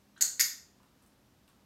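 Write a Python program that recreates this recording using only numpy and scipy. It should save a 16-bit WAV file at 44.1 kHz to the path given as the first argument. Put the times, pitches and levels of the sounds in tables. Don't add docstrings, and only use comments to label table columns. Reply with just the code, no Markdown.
import sys
import numpy as np
from scipy import signal
from scipy.fft import rfft, irfft, next_fast_len
from scipy.io import wavfile

SR = 44100
rng = np.random.default_rng(int(sys.argv[2]) if len(sys.argv) > 2 else 0)


def int16_out(signal):
    q = np.round(np.clip(np.atleast_2d(signal).T, -1, 1) * 32767)
    wavfile.write(sys.argv[1], SR, q.astype(np.int16))


N = 72765

# frequency in Hz, relative level in dB.
AIR_COLOUR = [(20, -40.5), (42, -6.5), (125, -4.5), (160, -8), (260, -6), (400, -13.5), (900, -17.5),
              (2200, -24), (5800, -26.5), (10000, -33), (13000, -29.5), (15800, -38.5)]
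# frequency in Hz, fade time (t60, to fall by 60 dB) in seconds.
ROOM_T60 = [(300, 0.4), (1200, 0.45), (2000, 0.3828), (5500, 0.41), (8000, 0.375), (14000, .3)]
# start in seconds, level in dB, pitch in Hz, fade time in seconds.
BUMPS = [(.163, -59, 1560, 0.062), (0.165, -64, 3519, 0.178), (.177, -54.5, 1560, .04),
         (.178, -61.5, 7170, .07), (.802, -57, 1050, 0.0388), (0.833, -66, 1290, 0.092),
         (.832, -64.5, 2889, 0.02135), (1.479, -58, 2860, 0.0169), (1.481, -66, 1200, 0.085)]
# start in seconds, level in dB, fade time in seconds.
TICKS = [(.8315, -66.5, .015), (1.024, -63.5, 0.023), (1.037, -69.5, 0.028), (1.062, -65.5, .03),
         (1.073, -70, 0.056), (1.478, -65, 0.024), (1.488, -66, .025), (1.498, -67.5, .02)]
# frequency in Hz, relative level in dB.
TICK_COLOUR = [(1000, -20.5), (5000, -12), (9000, 0.5), (13000, -6.5), (16000, -6)]
# time in seconds, level in dB.
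RUSTLE_LEVELS = [(0, -85.5), (.7, -84), (1.05, -77.5), (1.42, -96), (1.5, -74), (1.65, -87.5)]
# frequency in Hz, relative level in dB.
RUSTLE_COLOUR = [(200, -10), (600, -1), (1300, 6), (2500, -10.5), (5000, -9), (10000, -18.5),
                 (16000, -17.5)]
# delay in seconds, gain in dB.
ECHOES = [(.0087, -5), (.0110, -7), (0.0141, 5), (.0150, -9.5), (0.016, 2), (.0410, -10.5)]
# frequency in Hz, gain in dB.
ECHO_COLOUR = [(1000, -17), (2000, -2.5), (4500, -9.5), (6800, 1), (9000, -6.5), (15000, -6.5)]
# frequency in Hz, gain in dB.
DIRECT_COLOUR = [(1000, -8), (2100, 0.5), (4500, -4.5), (7000, -16), (11000, -13.5), (15000, -6.5)]
# frequency in Hz, rough fade time in
# seconds, relative level on press in dB, relative level on release in dB.
CLICKER_MODES = [(1220, .016, -25.5, -29.5), (1478.5, .014, -18, -16.5), (1860, 0.015, -20.5, -7.5),
                 (2132.3, 0.013, -24, -9), (2727, 0.00892, -27.5, -18), (3625, 0.00786, -21, -12.5),
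                 (4394.4, 0.0055, -6.5, -9.5), (4825.3, 0.008945, -16.5, -2.5), (5250, .006, -18.5, -5),
                 (6152, 0.0028, -13, -5), (6582.6, 0.0051, 1.5, -0.5), (7061.4, .009, -1, -2),
                 (8038, 0.0046, -3.5, -11.5), (9348, .004, -17.5, -9), (11504, .004, -11.5, -4.5),
                 (12630, 0.0021, -17, -3.5), (13960, 0.0067, -11, -12), (15200, .002, -24.5, -16)]
# start in seconds, overall gain in dB, crack gain in dB.
SNAPS = [(.2094, -5, -14), (.3958, -5, -11)]


def amp(db):
    return 10 ** (np.asarray(db) / 20)


def unit(x):
    return x / np.sqrt(np.mean(x ** 2) + 1e-20)


def along(points, hz):
    row_hz, values = np.transpose(points)
    return np.interp(np.log(hz + 1), np.log(row_hz + 1), values)


def filtered(x, response):
    size = next_fast_len(N + SR // 2)
    return irfft(rfft(x, size) * response(np.fft.rfftfreq(size, 1 / SR)), size)[:N]


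def noise(colour):
    return unit(filtered(rng.standard_normal(N), lambda hz: amp(along(colour, hz))))


def resonant_noise(centre_hz, width_hz):
    def resonance(hz):
        damping = 1j * hz * width_hz
        return (damping / (centre_hz ** 2 - hz ** 2 + damping)) ** 2
    return unit(filtered(rng.standard_normal(N), resonance))


def fade(start, t60):
    age = np.arange(N) / SR - start
    return (age >= 0) * np.exp(-np.log(1000) * np.abs(age) / t60)


def room_tone():
    air = amp(-66.5) * noise(AIR_COLOUR)
    hum = amp(-75.5) * resonant_noise(centre_hz=201.18, width_hz=11)
    return air + hum


def reverb(x, build_s=0.0013):
    hz, t, spectrum = signal.stft(rng.standard_normal(SR * 3 // 4), SR, nperseg=256)
    decay = np.exp(-np.log(1000) * t / along(ROOM_T60, hz)[:, None])
    tail = signal.istft(spectrum * decay, SR, nperseg=256)[1]
    tail *= 1 - np.exp(-np.arange(len(tail)) / SR / build_s)
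    return signal.fftconvolve(x, tail / np.linalg.norm(tail))[:N]


def handling(tail_db=-2):
    bumps = sum(amp(db) * fade(start, t60) * resonant_noise(hz, width_hz=hz / 3.4)
                for start, db, hz, t60 in BUMPS)
    ticks = noise(TICK_COLOUR) * sum(amp(db) * fade(start, t60) for start, db, t60 in TICKS)
    rustle_db = np.interp(np.arange(N) / SR, *np.transpose(RUSTLE_LEVELS))
    rustle = noise(RUSTLE_COLOUR) * amp(rustle_db)
    return bumps + ticks + rustle + amp(tail_db) * reverb(bumps + ticks)


def wall_echoes(x):
    def response(hz):
        copies = sum(amp(db) * np.exp(-2j * np.pi * hz * delay) for delay, db in ECHOES)
        return amp(along(ECHO_COLOUR, hz)) * copies
    return filtered(x, response)


def ringing(power):
    cepstrum = irfft(np.log(power + 1e-12) / 2)
    fold = 1 + np.sign(np.fft.fftfreq(len(cepstrum)))
    ring = irfft(np.exp(rfft(cepstrum * fold)))
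    return ring / np.linalg.norm(ring)


def snap(start, crack_db, stroke):
    peak_steepness, case_cut_hz = 1.328, 1050
    hz = np.fft.rfftfreq(4096, 1 / SR)
    power = 0
    for mode_hz, t60, *stroke_db in CLICKER_MODES:
        half_width_hz = np.log(1000) / (2 * np.pi * t60)
        peak = (1 + ((hz - mode_hz) / half_width_hz) ** 2) ** -peak_steepness
        power += amp(stroke_db[stroke]) ** 2 * peak / peak.sum()
    ring = np.sqrt(power.sum()) * ringing(power)
    ring = np.pad(ring, (round(start * SR), N))[:N]
    crack = rng.standard_normal(N) * fade(start, t60=0.0026)
    sound = ring + amp(crack_db) * crack / np.linalg.norm(crack)
    bass_cut = signal.butter(1, case_cut_hz, "high", fs=SR, output="sos")
    return signal.sosfilt(bass_cut, sound)


def clicker(tail_db=6.5):
    clicks = np.zeros(N)
    for stroke, (start, db, crack_db) in enumerate(SNAPS):
        click = snap(start, crack_db, stroke)
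        direct = filtered(click, lambda hz: amp(along(DIRECT_COLOUR, hz)))
        clicks += amp(db) * (direct + wall_echoes(click) + amp(tail_db) * reverb(click))
    return clicks


def scene():
    return (clicker() + handling() + room_tone())[None]


def record(dry):
    top_hz = 16000
    return filtered(dry[0], lambda hz: 1 / (1 + (hz / top_hz) ** 160))[None]


dry = scene()
out = record(dry)
int16_out(out)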